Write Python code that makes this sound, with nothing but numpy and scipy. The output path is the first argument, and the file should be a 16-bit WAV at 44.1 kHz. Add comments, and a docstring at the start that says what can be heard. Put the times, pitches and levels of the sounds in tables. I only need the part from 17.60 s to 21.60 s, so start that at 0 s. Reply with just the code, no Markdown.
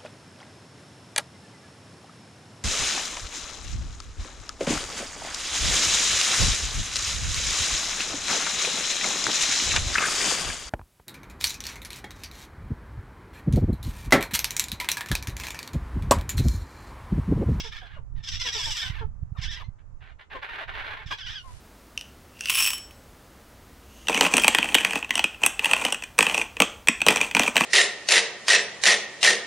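"""High cries of two baby raccoons, squirming in a hollow tree close to the microphone.
Four cries break between clean squeals and harsh screeches; dull rasps and low grunts join them.
Each voice is a stack of overtones plus pulsed noise, shaped by a throat spectrum; the hollow rings briefly.
Bumps are short low waves; rumble, faint air and the wood litter rustling at the end are shaped noise.
Bumps and rumble are mostly on the right."""
import sys
import numpy as np
from scipy import signal
from scipy.fft import rfft, irfft, next_fast_len
from scipy.io import wavfile
from scipy.ndimage import uniform_filter1d, map_coordinates

SR = 44100
rng = np.random.default_rng(int(sys.argv[2]) if len(sys.argv) > 2 else 0)


def file_out(sig):
    """Save sig as 16-bit WAV at sys.argv[1]."""
    # one column per channel
    cols = np.atleast_2d(sig).T
    # limit, then scale
    lim = np.clip(cols, -1, 1)
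    pcm = np.round(lim * 32767).astype(np.int16)
    wavfile.write(sys.argv[1], SR, pcm)


N = 176400  # length in samples: 4 seconds
TOP_HZ = 14500  # nothing sounds above this
ATTACK_S, RELEASE_S = 0.016, 0.039  # fade-in and fade-out of a short call
SAG_OCT = .16  # pitch drop over a screech, rasp or grunt, in octaves
PITCH_SCATTER_OCT = .09  # typical random pitch offset of a screech or rasp, in octaves
SQUEEZES_PER_S = 36  # middle rate of throat squeezes; the actual rate wanders
GRUNT_ROUGH = 0.24  # roughness of grunts and yelps: 0 clean, 1 fully rough


def amp(db):
    """Turn decibels into a gain."""
    return 10 ** (np.asarray(db) / 20)


def unit(x):
    """Scale a sound to an average (rms) level of 1."""
    return x / np.sqrt(np.mean(x ** 2) + 1e-20)


def along(points, hz):
    """Read a curve of (Hz, value) points, spacing the frequencies logarithmically."""
    f, v = np.transpose(points)
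    return np.interp(np.log(hz + 1), np.log(f + 1), v)


def curves(rows, t):
    """Read each column after the time column at the times t."""
    s, *cols = np.transpose(rows)
    return [np.interp(t, s, c) for c in cols]


def wobble(rate, size):
    """A smooth random curve through `rate` random points a second."""
    points = rng.standard_normal(8192)
    return map_coordinates(points, [np.arange(size) * rate / SR], mode="wrap")


def filtered(x, response):
    """Multiply the frequencies of x by a response, which may also turn their phase."""
    n = x.shape[-1]
    padded = next_fast_len(n + 4096)
    hz = np.fft.rfftfreq(padded, 1 / SR)
    return irfft(rfft(x, padded) * response(hz), padded)[..., :n]


def coloured(x, spectrum):
    """Shape x with a spectrum in dB, then bring its rms level to 1."""
    return unit(filtered(x, lambda hz: amp(along(spectrum, hz))))


def add(out, s, x):
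    """Mix x into out from second s, dropping whatever lies outside."""
    start = round(s * SR)
    x = x[max(0, -start):]
    part = out[max(0, start):][:len(x)]
    part += x[:len(part)]


def envelope(t, length):
    """Fade in, hold and fade out; the fade-out is half done at the given length."""
    fade_in = np.clip(t / ATTACK_S, 0, 1)
    return fade_in * np.clip((length - t) / RELEASE_S + .5, 0, 1)


def folds(hz, rough, wander=.1, jitter=0.024, breaks=1.3, hiss=0.52):
    """Vocal folds: with roughness the pitch lurches, cycles split into subharmonics and pulsed noise joins."""
    n, rough = len(hz), np.clip(rough, 0, 1)
    lurch = rough * (jitter * wobble(500, n) + wander * rough * wobble(70, n))
    phase = 2 * np.pi * np.cumsum(hz * (1 + lurch)) / SR
    # fifteen equally strong harmonics with staggered phases
    tone = unit(sum(np.cos(k * phase + k * k) * (k * hz < TOP_HZ) for k in range(1, 16)))
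    # slower waves at 1/2, 1/3 and 1/4 of the pitch
    split = sum(wobble(60, n) * np.cos(phase / k + rough * wobble(90, n)) for k in (2, 3, 4))
    tone = unit(tone * (1 + breaks * rough * split))
    # even out the level over about 12 ms
    tone = tone / np.sqrt(abs(uniform_filter1d(tone ** 2, size=512)))
    noise = unit(rng.standard_normal(n) * (1 + np.cos(phase / 2)))
    return tone + hiss * np.sqrt(rough) * noise


# Voice colour with the mouth wide open. Each row: frequency in Hz, relative level in dB.
WIDE_OPEN_COLOUR = [(350, -19), (1250, -9), (1800, -4.5), (3600, 5.5), (4400, -7), (5400, 5.5),
                    (6400, -8.5), (7900, -18), (9800, -40), (11800, -28), (14500, -46)]
# Voice colour with the mouth half shut, also heard in the rasps. Each row: frequency in Hz, relative level in dB.
HALF_SHUT_COLOUR = [(330, -7), (1300, 0), (1650, 5), (3800, -6.5), (4700, -22.5), (9500, -47),
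                    (12000, -32.5), (14500, -66.5)]


def throat(mouth):
    """Blend the two voice colours: the wider the mouth, the brighter the voice."""
    hz = np.geomspace(100, TOP_HZ, 200)
    half_shut, wide = along(HALF_SHUT_COLOUR, hz), along(WIDE_OPEN_COLOUR, hz)
    return np.transpose([hz, (1 - mouth) * half_shut + mouth * wide])


def short_call(length, hz, fall_oct, rough, spectrum, slide_oct=0, rattle_db=3.0, rattle_rate=240):
    """A rattling call with falling pitch; a squeeze can make pitch and resonances jump up and slide down."""
    t = np.arange(0, length + RELEASE_S, 1 / SR)
    pitch = hz * 2 ** (fall_oct * (.5 - t / length))
    rattle = amp(rattle_db * rough * wobble(rattle_rate, len(t)))
    voice = coloured(folds(pitch, rough) * rattle, spectrum)
    squeezes = np.cumsum(SQUEEZES_PER_S * np.exp(.5 * wobble(SQUEEZES_PER_S, len(t)))) / SR
    # playing the voice faster or slower moves pitch and resonances together
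    speed = 2 ** (-slide_oct * signal.sawtooth(2 * np.pi * squeezes))
    return map_coordinates(voice, [np.cumsum(speed)], mode="mirror") * envelope(t, length)


def pitch_scatter():
    """A random pitch factor, so that no two calls sit on the same note."""
    return 2 ** (PITCH_SCATTER_OCT * rng.standard_normal())


# Harsh screeches. Each row: start in seconds, length in seconds, level in dB before the hollow,
# mouth opening (0 half shut, 1 wide).
SCREECH_CALLS = [(-.014, 0.026, -32.5, 1.04), (.027, 0.06, -41, .88), (.106, 0.093, -44, .53),
                 (.2, 0.083, -50.5, .25), (.285, .09, -53.5, 0.07), (.55, 0.077, -60.5, .33),
                 (.626, 0.047, -42.5, 1), (.668, 0.033, -32, 1.11), (.711, .06, -34, 1.02),
                 (.789, .053, -31, 1.01), (.839, .067, -31, .88), (.918, 0.18, -32, 1),
                 (1.1, 0.027, -27, 1.06), (1.135, 0.092, -33.5, .91), (1.212, 0.085, -37, .67),
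                 (1.29, .13, -46.5, .19), (1.765, .06, -49, .5), (1.811, 0.044, -35, .95),
                 (1.897, 0.053, -39.5, .9), (1.951, 0.066, -44, .3), (3.456, 0.044, -44.5, .74),
                 (3.502, 0.037, -31.5, .5), (3.57, 0.04, -42, .67), (3.653, .1, -43.5, .7)]


def screeches(middle_hz=1744, rough=.76, slide_oct=.05):
    """Very rough high calls, brighter as the mouth opens; each squeeze slides from above to below the pitch."""
    out = np.zeros(N)
    for s, length, db, mouth in SCREECH_CALLS:
        hz = middle_hz * pitch_scatter()
        add(out, s, amp(db) * short_call(length, hz, SAG_OCT, rough, throat(mouth), slide_oct))
    return out


# Left-right balance of the voice. Each row: frequency in Hz, left louder than right by this many dB.
VOICE_BALANCE = [(700, -2), (1150, 15), (1600, -11.5), (2700, 0)]


def hollow(x, hollow_hz=1296, width_hz=240, t60_s=0.13, ring_db=-2):
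    """A trunk resonance turns the phase between the sides; the walls add a ring that dies away quickly."""
    def turn(f):
        real, imaginary = hollow_hz ** 2 - f * f, 1j * f * width_hz
        return (real - imaginary) / (real + imaginary)

    def two_sides(f):
        half_db = along(VOICE_BALANCE, f) / 2
        return np.array([amp(half_db), turn(f) * amp(-half_db)])

    pair = filtered(x, two_sides)
    t = np.arange(SR // 10) / SR  # the ring stops after 0.1 s
    # at this rate the ring would fall by 60 dB in t60_s
    tail = rng.standard_normal((2, len(t))) * np.exp(-np.log(1000) * t / t60_s)
    ring = signal.fftconvolve(x[None], tail / np.linalg.norm(tail[0]), axes=1)[:, :N]
    return pair + amp(ring_db) * ring


# Rise and fall of the rumble. Each row: time in seconds, middle level in dB on the right.
RUMBLE_LEVEL = [(0, -39.5), (1.8, -31.5), (2.3, -45.5), (2.75, -51), (3.4, -42)]
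# Colour of the rumble. Each row: frequency in Hz, relative level in dB.
RUMBLE_COLOUR = [(35, 0.5), (110, -6.5), (300, -39), (1500, -77.5)]


def rumble(lumps_db=4.0):
    """Deep noise whose level swells and dips at random, separately drawn for each side."""
    noise = coloured(rng.standard_normal((2, N)), RUMBLE_COLOUR)
    level_db = curves(RUMBLE_LEVEL, np.arange(N) / SR)[0]
    return noise * amp(level_db + lumps_db * wobble(14, N))


# Colour of the air noise. Each row: frequency in Hz, relative level in dB.
AIR_COLOUR = [(1200, 3), (3500, -23), (7000, -15.5), (14000, -50)]


def air(level_db=-66):
    """Faint steady noise, separately drawn for each side."""
    return amp(level_db) * coloured(rng.standard_normal((2, N)), AIR_COLOUR)


# Low grunts, alone or under a screech. Each row: start in seconds, length in seconds,
# level in dB before the hollow, middle pitch in Hz.
GRUNT_CALLS = [(0.038, 0.03, -43.5, 471), (0.214, 0.032, -48, 740), (0.844, 0.041, -42, 497),
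               (.944, 0.028, -41, 451.5), (0.984, 0.032, -44, 1010), (1.056, .039, -41, 921),
               (1.404, 0.031, -39, 461), (2.74, 0.037, -38, 535), (3.835, .08, -53.5, 1030)]
# Dull voice colour of grunts and yelps. Each row: frequency in Hz, relative level in dB.
GRUNT_COLOUR = [(400, 2), (1100, 2), (5000, -39.5)]


def grunts():
    """Short, slightly rough calls through a dull throat."""
    out = np.zeros(N)
    for s, length, db, hz in GRUNT_CALLS:
        add(out, s, amp(db) * short_call(length, hz, SAG_OCT, GRUNT_ROUGH, GRUNT_COLOUR))
    return out


# Plunging yelps. Each row: start in seconds, level in dB before the hollow, middle pitch in Hz.
YELP_CALLS = [(.36, -46, 600.4), (1.746, -47.5, 1264), (1.998, -43, 1200), (2.829, -43.5, 1822),
              (2.934, -46, 1970), (2.998, -39.5, 700.5), (3.318, -41.5, 1150), (3.501, -34.5, 1171)]


def yelps(length_s=.026, fall_oct=.45):
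    """Very short calls with the grunt's colour and a steeply falling pitch."""
    out = np.zeros(N)
    for s, db, hz in YELP_CALLS:
        add(out, s, amp(db) * short_call(length_s, hz, fall_oct, GRUNT_ROUGH, GRUNT_COLOUR))
    return out


# Clean squeals, one list of rows for each. Each row: time in seconds, pitch in Hz,
# level in dB before the hollow.
SQUEAL_PATHS = [
    [(1.215, 1797, -34.5), (1.27, 1746, -40)],
    [(1.83, 1882, -36), (1.865, 1469, -42.5), (1.897, 1844, -40), (1.925, 1637, -42), (1.995, 1592, -49.5)],
    [(2.04, 2035, -53), (2.08, 2140, -77)],
    [(3.6, 1881, -39), (3.635, 1490, -43.5), (3.657, 1719, -43.5), (3.672, 1411, -36.5), (3.72, 1797, -46),
     (3.745, 1503, -43.5), (3.76, 1687, -38.5), (3.785, 1495, -40), (3.825, 1367, -58)],
]


def squeals(mouth=0.99, rough=.22, soften_hz=4300):
    """Stretches where the folds hold a clean, swooping pitch, with softened high overtones."""
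    out = np.zeros(N)
    for rows in SQUEAL_PATHS:
        t = np.arange(rows[0][0], rows[-1][0], 1 / SR)
        hz, db = curves(rows, t)
        voice = filtered(folds(hz, rough), lambda f: 1 / (1 + (f / soften_hz) ** 4))
        fades = signal.windows.tukey(len(t), .1)
        add(out, t[0], coloured(voice, throat(mouth)) * amp(db) * fades)
    return out


# Bumps on the microphone. Each row: time of the middle in seconds, strength in dB on the right
# (the wave itself peaks a little lower).
BUMP_HITS = [(1.305, -16.5), (1.631, -16), (1.724, -17.5), (1.791, -15.5), (2.088, -19), (3.464, -23.5)]


def bumps(hz=79, width_s=0.0042):
    """Each bump is a brief low wave inside a bell-shaped swell."""
    out = np.zeros(N)
    for s, db in BUMP_HITS:
        t = np.arange(N) / SR - s
        out += amp(db) * np.sin(2 * np.pi * hz * t) * np.exp(-(t / width_s) ** 2)
    return out


def handling(left_db=-13):
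    """Bumps and lumpy rumble, mostly on the right."""
    return (bumps() + rumble()) * amp([[left_db], [0]])


# Hoarse rasps. Each row: start in seconds, length in seconds, level in dB before the hollow.
RASP_CALLS = [(2.178, .03, -65), (2.403, 0.12, -55.5), (2.585, 0.049, -50.5), (2.698, .095, -44),
              (2.815, .05, -37), (2.874, 0.11, -40.5), (2.975, .065, -37), (3.07, 0.057, -40),
              (3.131, .1, -37.5), (3.232, .12, -38.5), (3.355, 0.087, -44.5)]


def rasps(middle_hz=844.7, rough=.75, slide_oct=.13):
    """Low, very rough calls with the mouth half shut and a wide slide at each squeeze."""
    out = np.zeros(N)
    for s, length, db in RASP_CALLS:
        hz = middle_hz * pitch_scatter()
        add(out, s, amp(db) * short_call(length, hz, SAG_OCT, rough, HALF_SHUT_COLOUR, slide_oct))
    return out


# Colour of the rustling litter. Each row: frequency in Hz, relative level in dB.
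LITTER_COLOUR = [(500, 2), (11000, -9.5), (15000, -33.5)]


def litter(start_s=3.71, full_s=3.886, level_db=-55, rise_db=20):
    """Crumbled wood rustles ever louder up to full_s: noise with a quickly flickering level."""
    t = np.arange(N) / SR
    # rise_db below full at start_s, and fainter still before
    swell_db = level_db + rise_db * np.minimum((t - full_s) / (full_s - start_s), 0)
    flicker = amp(2.2 * wobble(900, N))
    return coloured(rng.standard_normal((2, N)) * flicker, LITTER_COLOUR) * amp(swell_db)


def cries(peak_s=1.14, width_s=.17, shrill_db=5, shrill_hz=7000):
    """The whole voice; extra treble makes it shriller at the height of the long cry."""
    voice = screeches() + grunts() + yelps() + squeals() + rasps()
    strain = np.exp(-np.square((np.arange(N) / SR - peak_s) / width_s))
    return voice + amp(shrill_db) * strain * filtered(voice, lambda hz: hz > shrill_hz)


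def scene():
    """The cries in the hollow, with handling noise, litter and air."""
    return hollow(cries()) + handling() + litter() + air()


def record(dry):
    """Remove everything from the band limit upward."""
    return filtered(dry, lambda hz: hz < TOP_HZ)


dry = scene()
out = record(dry)
file_out(out)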